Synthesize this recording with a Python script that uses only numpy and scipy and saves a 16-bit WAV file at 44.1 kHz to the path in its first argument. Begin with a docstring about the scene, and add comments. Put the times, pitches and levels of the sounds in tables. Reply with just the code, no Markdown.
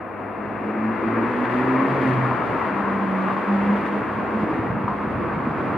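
"""Slow train in a rail yard

An electric locomotive and flat wagons roll by some way off. Coloured noise makes the roar, rumble,
hiss and yard rush; decaying tones make the rattle and thuds, noise bursts the coupling clanks.
Sines make a motor hum that swells, rises in pitch, drops back and climbs again, with short whines
over a fainter, deeper drone."""
import sys
import numpy as np
from scipy import signal
from scipy.fft import rfft, irfft, next_fast_len
from scipy.io import wavfile
from scipy.ndimage import uniform_filter1d

SR = 44100
rng = np.random.default_rng(int(sys.argv[2]) if len(sys.argv) > 2 else 0)


def wrap_up_sound(samples):
    """Save the sound to the file named by the first command line argument, as 16-bit audio."""
    columns = np.atleast_2d(samples).T
    # keep every value between -1 and 1, then stretch to whole-number steps
    tamed = np.clip(columns, -1, 1)
    steps = np.round(tamed * 32767).astype(np.int16)
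    wavfile.write(sys.argv[1], SR, steps)


N = 254456
TIME = np.arange(N) / SR
ROLL_REF_DB = -28  # roar level at which the other rolling levels hold


def undb(db):
    """Decibels to amplitude gain."""
    return 10 ** (np.asarray(db) / 20)


def curves(table):
    """Each column of a timed table, joined by straight lines."""
    s, *columns = np.transpose(table)
    return [np.interp(TIME, s, c) for c in columns]


def walk(rate_hz):
    """Smooth random wandering with a spread near 1, from rate_hz random values per second."""
    k = max(int(SR / rate_hz), 2)
    held = np.repeat(rng.standard_normal(N // k + 2), k)
    smooth = uniform_filter1d(uniform_filter1d(held, k), k)
    return 1.3 * smooth[:N]


def step(s, ease_s):
    """A smooth change from 0 to 1 around a moment."""
    return 0.5 + 0.5 * np.tanh((TIME - s) / (2 * ease_s))


def bumps(events):
    """Sum of Gaussian bumps in dB, one per event."""
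    return sum(db * np.exp(-((TIME - s) / half_s) ** 2) for s, half_s, db in events)


def swells(table, attack_s=0.011, release_s=0.013):
    """Gain of swells that rise quickly, hold their level and let go."""
    gain = np.zeros(N)
    for s, length_s, db in table:
        gain += undb(db) * (step(s, attack_s) - step(s + length_s, release_s))
    return gain


def band(x, lo_hz, hi_hz):
    """The part of a sound between two frequencies, without delay."""
    sos = signal.butter(3, [lo_hz, hi_hz], "bandpass", fs=SR, output="sos")
    return signal.sosfiltfilt(sos, x)


def noise(colour):
    """Noise of unit power with the given spectrum, steeply falling beyond its ends."""
    hz, db = np.transpose(colour)
    size = next_fast_len(N, real=True)
    f = np.maximum(np.fft.rfftfreq(size, 1 / SR), 1)
    skirts = np.minimum(f / hz[0], 1) ** 3 * np.minimum(hz[-1] / f, 1) ** 4
    gain = skirts * undb(np.interp(np.log(f), np.log(hz), db))
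    y = irfft(rfft(rng.standard_normal(size)) * gain, size)[:N]
    return y / y.std()


def stereo(mid, side, pan_db):
    """Left and right from mid and side; pan_db is left minus right gain."""
    return np.array([(mid + side) * undb(pan_db / 2), (mid - side) * undb(-pan_db / 2)])


def spread(colour, side_db, pan_db):
    """Direct noise, alike in both ears, plus the part that the yard scatters from all sides."""
    side = undb(side_db) * noise(colour)
    return stereo(noise(colour), side, pan_db)


# Rolling roar. Each row: time in seconds, level in dB before ring and rub gains.
ROLL = [(0, -38), (0.45, -34.5), (0.97, -30.5), (1.15, -29), (1.9, -26), (2.6, -27), (3.1, -28.5),
        (3.6, -27.5), (4.1, -29), (4.55, -29), (4.78, -31), (5.35, -29.5), (5.48, -30), (5.6, -28.5),
        (5.77, -28.5)]
# Flange rubs. Each row: centre in seconds, half length in seconds, gain in dB.
RUBS = [(1.5, 0.19, 3), (2.0, 0.15, 2), (2.085, 0.06, 3.2), (3.27, 0.28, 1.7), (3.8, 0.2, 3.2),
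        (4.42, 0.035, 2.5), (4.56, 0.05, 2.2)]
# Bogie load changes, mostly booms. Each row: centre in seconds, half length in seconds, gain in dB.
BOOMS = [(0.72, 0.11, 3), (1.18, 0.21, 3.5), (1.71, 0.081, 2), (1.97, 0.12, 2), (2.3, 0.17, -1),
         (3.93, 0.045, 2), (4.52, 0.14, 2.5), (5.25, 0.06, 2.5)]
# Wheel and rail resonances. Each row: centre in seconds, half length in seconds, centre in Hz,
# width in Hz, gain in dB.
RINGS = [(0.38, 0.3, 700, 170, 6.5), (0.603, 1, 2340, 1280, 3.5), (1.85, 0.12, 1070, 111, 3.5),
         (2.5, 0.28, 1320, 139, 4.5), (2.95, 0.16, 1040, 90, 3), (3.25, 0.12, 1190, 98.5, 7),
         (3.754, 0.15, 924.4, 80, 3), (4.27, 0.17, 1090, 89.96, 2.5), (5.45, 0.27, 1160, 200.8, 2.5)]
# Spectra of roar, body, rumble and hiss. Each row: frequency in Hz, relative density in dB.
ROAR_COLOUR = [(350, -25), (620, -1), (780, -3), (940, -0.5), (1060, 1), (1180, -1.5), (1310, -3),
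               (1430, -5.5), (1800, -8), (2300, -14), (2820, -22), (2950, -34), (4000, -49.5)]
BODY_COLOUR = [(130, -28.5), (200, -1.5), (250, -1.5), (300, 0), (345, -0.5), (420, -4.5), (490, -3),
               (600, -12.5), (900, -19.5)]
RUMBLE_COLOUR = [(22, -43.5), (36, -36.5), (58, -18.5), (85, -7.5), (110, -2), (160, -1), (215, 0),
                 (270, -3.5), (400, -18.5)]
HISS_COLOUR = [(2000, -14.5), (3000, 1.5), (3300, -1), (4000, -8), (4900, -10.5), (5700, -19), (6400, -16),
               (8100, -26), (9000, -21.5), (10300, -23.5), (13000, -32), (15000, -33.5)]


def rolling():
    """Rough wheels on rough rails shake the wagons, ring the bogies and make the rails roar and hiss."""
    roll_db, = curves(ROLL)
    effort_db = roll_db - ROLL_REF_DB
    # a rubbing flange sticks and slips, so its surge is rough
    rub_db = bumps(RUBS) * (1 + 0.43 * walk(160))
    # left towards centre, left minus right; each part takes its own share
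    pan_start_db, pan_end_db = 6, 0.5
    pan_db = pan_start_db + (pan_end_db - pan_start_db) * step(3.56, ease_s=0.7)

    roar = spread(ROAR_COLOUR, side_db=-8.5, pan_db=0.068 * pan_db)
    # the middle of the roar is the most directional
    core = band(roar, lo_hz=834, hi_hz=2160)
    core_pan_db = 0.97 * np.array([pan_db, -pan_db]) / 2
    roar = roar + core * (undb(core_pan_db) - 1)
    for s, half_s, hz, width_hz, db in RINGS:
        ring_db = bumps([(s, half_s, db)])
        roar = roar + band(roar, hz - width_hz / 2, hz + width_hz / 2) * (undb(ring_db) - 1)
    # harder rolling and rubbing flanges lift the upper roar
    bright_db = 0.4 * effort_db + 0.56 * rub_db
    roar = roar + band(roar, lo_hz=1670, hi_hz=3400) * (undb(bright_db) - 1)
    roar = roar * undb(roll_db + 0.44 * walk(28.07))

    # slopes: dB gained per dB of roar
    body_db = -29 + 0.84 * effort_db + bumps(BOOMS) + 0.4 * walk(24)
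    body = spread(BODY_COLOUR, side_db=-12.5, pan_db=0.16 * pan_db) * undb(body_db)

    # from the points on, the wagons shake harder
    points_db = 7.5 * step(4.4, ease_s=0.05)
    rumble_db = -40.5 + 0.67 * effort_db + points_db + 3.5 * walk(18)
    rumble = spread(RUMBLE_COLOUR, side_db=-12.0, pan_db=-2.5) * undb(rumble_db)

    hiss_db = -56 + 1.5 * effort_db + rub_db + 0.6 * walk(40)
    hiss = spread(HISS_COLOUR, side_db=-5.5, pan_db=0.37 * pan_db) * undb(hiss_db)
    return roar + body + rumble + hiss


# Deep rumble spectrum. Each row: frequency in Hz, relative density in dB.
GROUND_COLOUR = [(20, -18), (32, -18), (45, -9), (58, 1), (80, -1.5), (120, -13.5)]


def ground(level_db=-58.0, swell_db=0.5, shudder_db=-36, hz=145, width_hz=70):
    """The train's weight makes a deep rumble that never stops; a bogie shudders through the points."""
    deep = spread(GROUND_COLOUR, side_db=-8.5, pan_db=-3.0) * undb(level_db + swell_db * walk(7.8))
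    shudder = band(rng.standard_normal(N), hz - width_hz / 2, hz + width_hz / 2)
    gate = step(5.28, ease_s=0.03) - step(5.52, ease_s=0.025)
    return deep + shudder / shudder.std() * undb(shudder_db) * gate


def rattle(level_db=-37.5, scatter_db=4, lo_hz=550, hi_hz=2100, t60_s=0.07, pan_db=3.5, count=150):
    """Loose chains and brake gear tap at random, each at its own pitch, harder as the roar grows."""
    out = np.zeros((2, N))
    roll_db, = curves(ROLL)
    age = np.arange(SR // 8) / SR
    for when, pitch, size, place in rng.random((count, 4)):
        start = int(when * (N - len(age)))
        hz = lo_hz * (hi_hz / lo_hz) ** pitch
        ring = np.sin(2 * np.pi * hz * age) + 0.5 * np.sin(2 * np.pi * hz * 1.19 * age)
        ring = ring * (1 - np.exp(-(age * hz) ** 2))
        tap_db = level_db + roll_db[start] - ROLL_REF_DB - scatter_db * np.log(1 - 0.95 * size)
        ear_db = pan_db * place * np.array([[1], [-1]])
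        out[:, start:start + len(age)] += ring * undb(tap_db - 60 * age / t60_s + ear_db)
    return out


# Yard rush spectrum. Each row: frequency in Hz, relative density in dB.
YARD_COLOUR = [(120, -5.5), (320, -4), (520, 2), (720, -3), (900, -5.5), (1500, -19), (2700, -16.5),
               (3200, -47.5), (5400, -61.5), (8000, -60), (10000, -43.5), (15000, -52)]


def yard(level_db=-41):
    """The steady rush of the yard and town, with a trace of fine hiss."""
    return spread(YARD_COLOUR, side_db=-5.5, pan_db=0.0) * undb(level_db + 0.55 * walk(12.0))


# Deep drone. Each row: time in seconds, pitch in Hz, RMS level of the fundamental in dB.
DRONE = [(0, 51, -63), (1.2, 57.2, -48.5), (2.2, 64.1, -56.5), (2.5, 66.3, -48), (2.95, 69.2, -49),
         (3.4, 71.4, -61), (3.65, 70.1, -46.5), (4.0, 72, -54.5), (4.3, 70.9, -45.5), (4.8, 60.05, -59),
         (5.1, 57.9, -45.5), (5.77, 57.73, -52)]


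def drone(octave_db=8.0, fifth_db=3.5, change_s=2.8, waver_db=1.5):
    """A deeper machine tone; part way through, its octave gives way to the fifth."""
    hz, db = curves(DRONE)
    phase = 2 * np.pi * np.cumsum(hz * (1 + 0.0063 * walk(8))) / SR
    late = step(change_s, ease_s=0.073)
    octave = (1 - late) * undb(octave_db) * np.sin(2 * phase)
    fifth = late * undb(fifth_db) * np.sin(1.5 * phase)
    return np.sqrt(2) * undb(db + waver_db * walk(6.0)) * (np.sin(phase) + octave + fifth)


# Motor speed. Each row: time in seconds, mean hum pitch in Hz.
PITCH = [(0, 197.5), (0.65, 209.9), (0.82, 216.5), (1.1, 229), (1.42, 242.2), (1.65, 255.9), (1.85, 267.2),
         (1.98, 269.8), (2.07, 262), (2.16, 255), (2.3, 251), (2.72, 201.4), (2.98, 196.8), (3.17, 190.2),
         (3.55, 200.6), (3.95, 205.9), (4.35, 216.9), (4.8, 205.8), (5.77, 205.2)]
# Hum swells. Each row: start in seconds, length in seconds, level in dB.
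HUM = [(0.36, 0.29, -37), (0.65, 0.094, -32.5), (0.78, 0.155, -25), (1.03, 0.13, -28), (1.17, 0.11, -27),
       (1.355, 0.088, -22.5), (1.535, 0.1, -24.5), (1.65, 0.063, -26), (1.71, 0.17, -22.5),
       (2.025, 0.083, -23), (2.25, 0.12, -32.5), (2.47, 0.045, -33), (2.7, 0.15, -31.5),
       (2.85, 0.15, -25.5), (3.0, 0.26, -26.5), (3.26, 0.2, -34.5), (3.485, 0.1, -21), (3.595, 0.07, -25),
       (3.665, 0.08, -19.5), (3.745, 0.06, -27.5), (3.805, 0.073, -34), (3.885, 0.11, -28),
       (4.15, 0.12, -34), (4.3, 0.17, -30), (4.81, 0.32, -37.5), (5.3, 0.56, -42)]
# Swells an octave below. Each row: start in seconds, length in seconds, level in dB.
LOW_HUM = [(0, 0.52, -48), (0.63, 0.067, -44.5), (0.8, 0.15, -38.5), (1.07, 0.13, -36.5), (1.22, 0.14, -42),
           (1.46, 0.16, -37.5), (1.61, 0.11, -32), (1.735, 0.07, -29), (1.89, 0.058, -26),
           (1.965, 0.06, -28.5), (2.078, 0.092, -23), (2.175, 0.095, -24), (2.26, 0.068, -29),
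           (2.33, 0.33, -42.5), (4.09, 0.16, -38.5)]
# Weak overtones. Each row: multiple of the hum pitch, mean level in dB relative to the load.
OVERTONES = [(0.751, -28), (1.25, -18), (1.5, -11.5), (1.75, -16), (2, -14), (2.25, -16)]


def motor(waver=0.009, side_db=-15, pan_db=-1.2, fray_rad=0.7, rest_db=-49, rough=0.13):
    """A hum that comes in swells, with its lower octave and weak overtones, all locked to one shaft."""
    hz, = curves(PITCH)
    hum = (swells(HUM) + undb(rest_db)) * undb(0.86 * walk(34))
    low = swells(LOW_HUM) * undb(0.5 * walk(20))
    phase = 2 * np.pi * np.cumsum(hz * (1 + waver * walk(24.05))) / SR
    # uneven running roughens the hum while it sounds
    unevenness = rough * (walk(90) * np.sin(phase) + walk(90) * np.cos(phase))
    mid = hum * (np.sin(phase) + unevenness) + low * np.sin(phase / 2)
    # overtones follow the load averaged over 0.5 s; each fades and frays on its own path
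    load = uniform_filter1d(np.sqrt(hum * (low + undb(rest_db))), SR // 2)
    for multiple, db in OVERTONES:
        tone = np.sin(multiple * phase + fray_rad * walk(18))
        mid = mid + load * undb(db + 2.2 * walk(6.1)) * tone
    # reflections reach the two ears with wandering strength
    echo = walk(6.4) * np.sin(phase) + walk(4.5) * np.cos(phase)
    echo = echo + 0.6 * walk(6.5) * np.cos(phase / 2)
    side = undb(side_db) * load * echo
    return np.sqrt(2) * stereo(mid, side, pan_db)


# Short whines. Each row: start in seconds, length in seconds, mean pitch in Hz, level in dB.
WHINE = [(0.634, 0.27, 323.4, -34.5), (0.98, 0.12, 332.3, -33.5), (1.14, 0.1, 342, -30.5),
         (1.45, 0.063, 358.4, -31.5), (1.64, 0.13, 389.3, -30), (1.84, 0.2, 356, -34.5),
         (2.1, 0.072, 367, -31), (2.48, 0.072, 333, -35), (2.82, 0.11, 344, -35.5), (3.9, 0.082, 300, -32),
         (4.408, 0.24, 323, -33.5), (5.18, 0.089, 352.6, -35)]


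def whine(waver=0.01193, flutter_db=1.2):
    """Brief, unsteady machine tones half buried in the roar."""
    cycles_per_hz = np.cumsum(1 + waver * walk(16)) / SR
    tones = np.zeros(N)
    for s, length_s, hz, db in WHINE:
        tones += swells([(s, length_s, db)]) * np.sin(2 * np.pi * hz * cycles_per_hz)
    return np.sqrt(2) * undb(flutter_db * walk(13)) * tones


# Light clanks of the couplings. Each row: start in seconds, level of the smeared burst in dB.
CLANKS = [(1.206, -35), (1.79, -33), (2.164, -31.5), (2.312, -29.5), (2.397, -37), (2.875, -28.5),
          (3.3, -27), (3.365, -30), (4.879, -25.5), (5.71, -36)]
# Clank spectrum. Each row: frequency in Hz, relative density in dB.
CLANK_COLOUR = [(400, -9), (900, -7), (1050, 6.5), (1400, -12.5), (2600, -29.5), (5000, -48)]


def clanks(t60_s=0.39, rise_s=0.001, strike_db=4, strike_t60_s=0.02):
    """Distant steel knocks: a brief strike, smeared by the yard into a short burst."""
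    strength = np.zeros(N)
    for s, db in CLANKS:
        age = np.maximum(TIME - s, 0)
        rise = 1 - np.exp(-(age / rise_s) ** 2)
        decay = undb(-60 * age / t60_s) + undb(strike_db - 60 * age / strike_t60_s)
        strength += rise * undb(db) * decay
    return strength * spread(CLANK_COLOUR, side_db=-12.5, pan_db=4.0)


# Wheels dropping over rail gaps. Each row: start in seconds, relative level in dB, pitch in Hz.
THUDS = [(4.344, -21, 213), (4.405, -19, 214), (4.422, -15, 196), (4.43, -19, 115), (4.526, -21, 140),
         (4.578, -19.5, 257), (4.588, -17, 112), (4.675, -23, 131), (4.699, -14, 122), (4.742, -21, 141),
         (4.757, -18, 202), (4.809, -19.5, 225), (4.835, -17.5, 112), (4.915, -24, 110), (5.15, -22, 110.2),
         (5.359, -16, 170), (5.461, -12, 243.2), (5.498, -18, 157.5)]
# Wagon frame modes. Each row: multiple of the thud pitch, relative level in dB, t60 in seconds.
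WAGON_MODES = [(.7, -15.5, 0.099), (1, 2.5, 0.075), (1.3, -8.5, .08)]


def thuds(contact_s=0.007, gain_db=3.2):
    """Each wheel drop pushes softly on a wagon frame, which rings briefly."""
    out = np.zeros(N)
    for s, db, hz in THUDS:
        start = int(s * SR)
        age = np.maximum(TIME[start:][:SR // 3] - s, 0)
        ring = np.zeros(len(age))
        for ratio, mode_db, t60_s in WAGON_MODES:
            ring += undb(mode_db - 60 * age / t60_s) * np.sin(2 * np.pi * hz * ratio * age)
        push = 1 - np.exp(-(age / contact_s) ** 2)
        out[start:][:len(age)] += undb(db + gain_db) * push * ring
    return out


def scene():
    """The train, the machine tones and the yard together."""
    train = rolling() + ground() + rattle() + clanks() + thuds()
    return train + motor() + drone() + whine() + yard()


def record(dry, lo_hz=4700, hi_hz=8200, cancel=0.39, widen=0.45, bass_hz=42, top_hz=15150):
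    """Opposed microphone ports weaken the low treble's mid and widen its sides; bass and top are cut."""
    dry = dry * np.minimum(TIME / 0.004, 1)  # 4 ms fade-in
    treble = band(dry, lo_hz, hi_hz)
    mid = treble.mean(axis=0)
    heard = dry - cancel * mid + widen * (treble - mid)
    heard = signal.sosfilt(signal.butter(2, bass_hz, "highpass", fs=SR, output="sos"), heard)
    return signal.sosfilt(signal.ellip(10, 0.2, 70, top_hz, fs=SR, output="sos"), heard)


dry = scene()
out = record(dry)
wrap_up_sound(out)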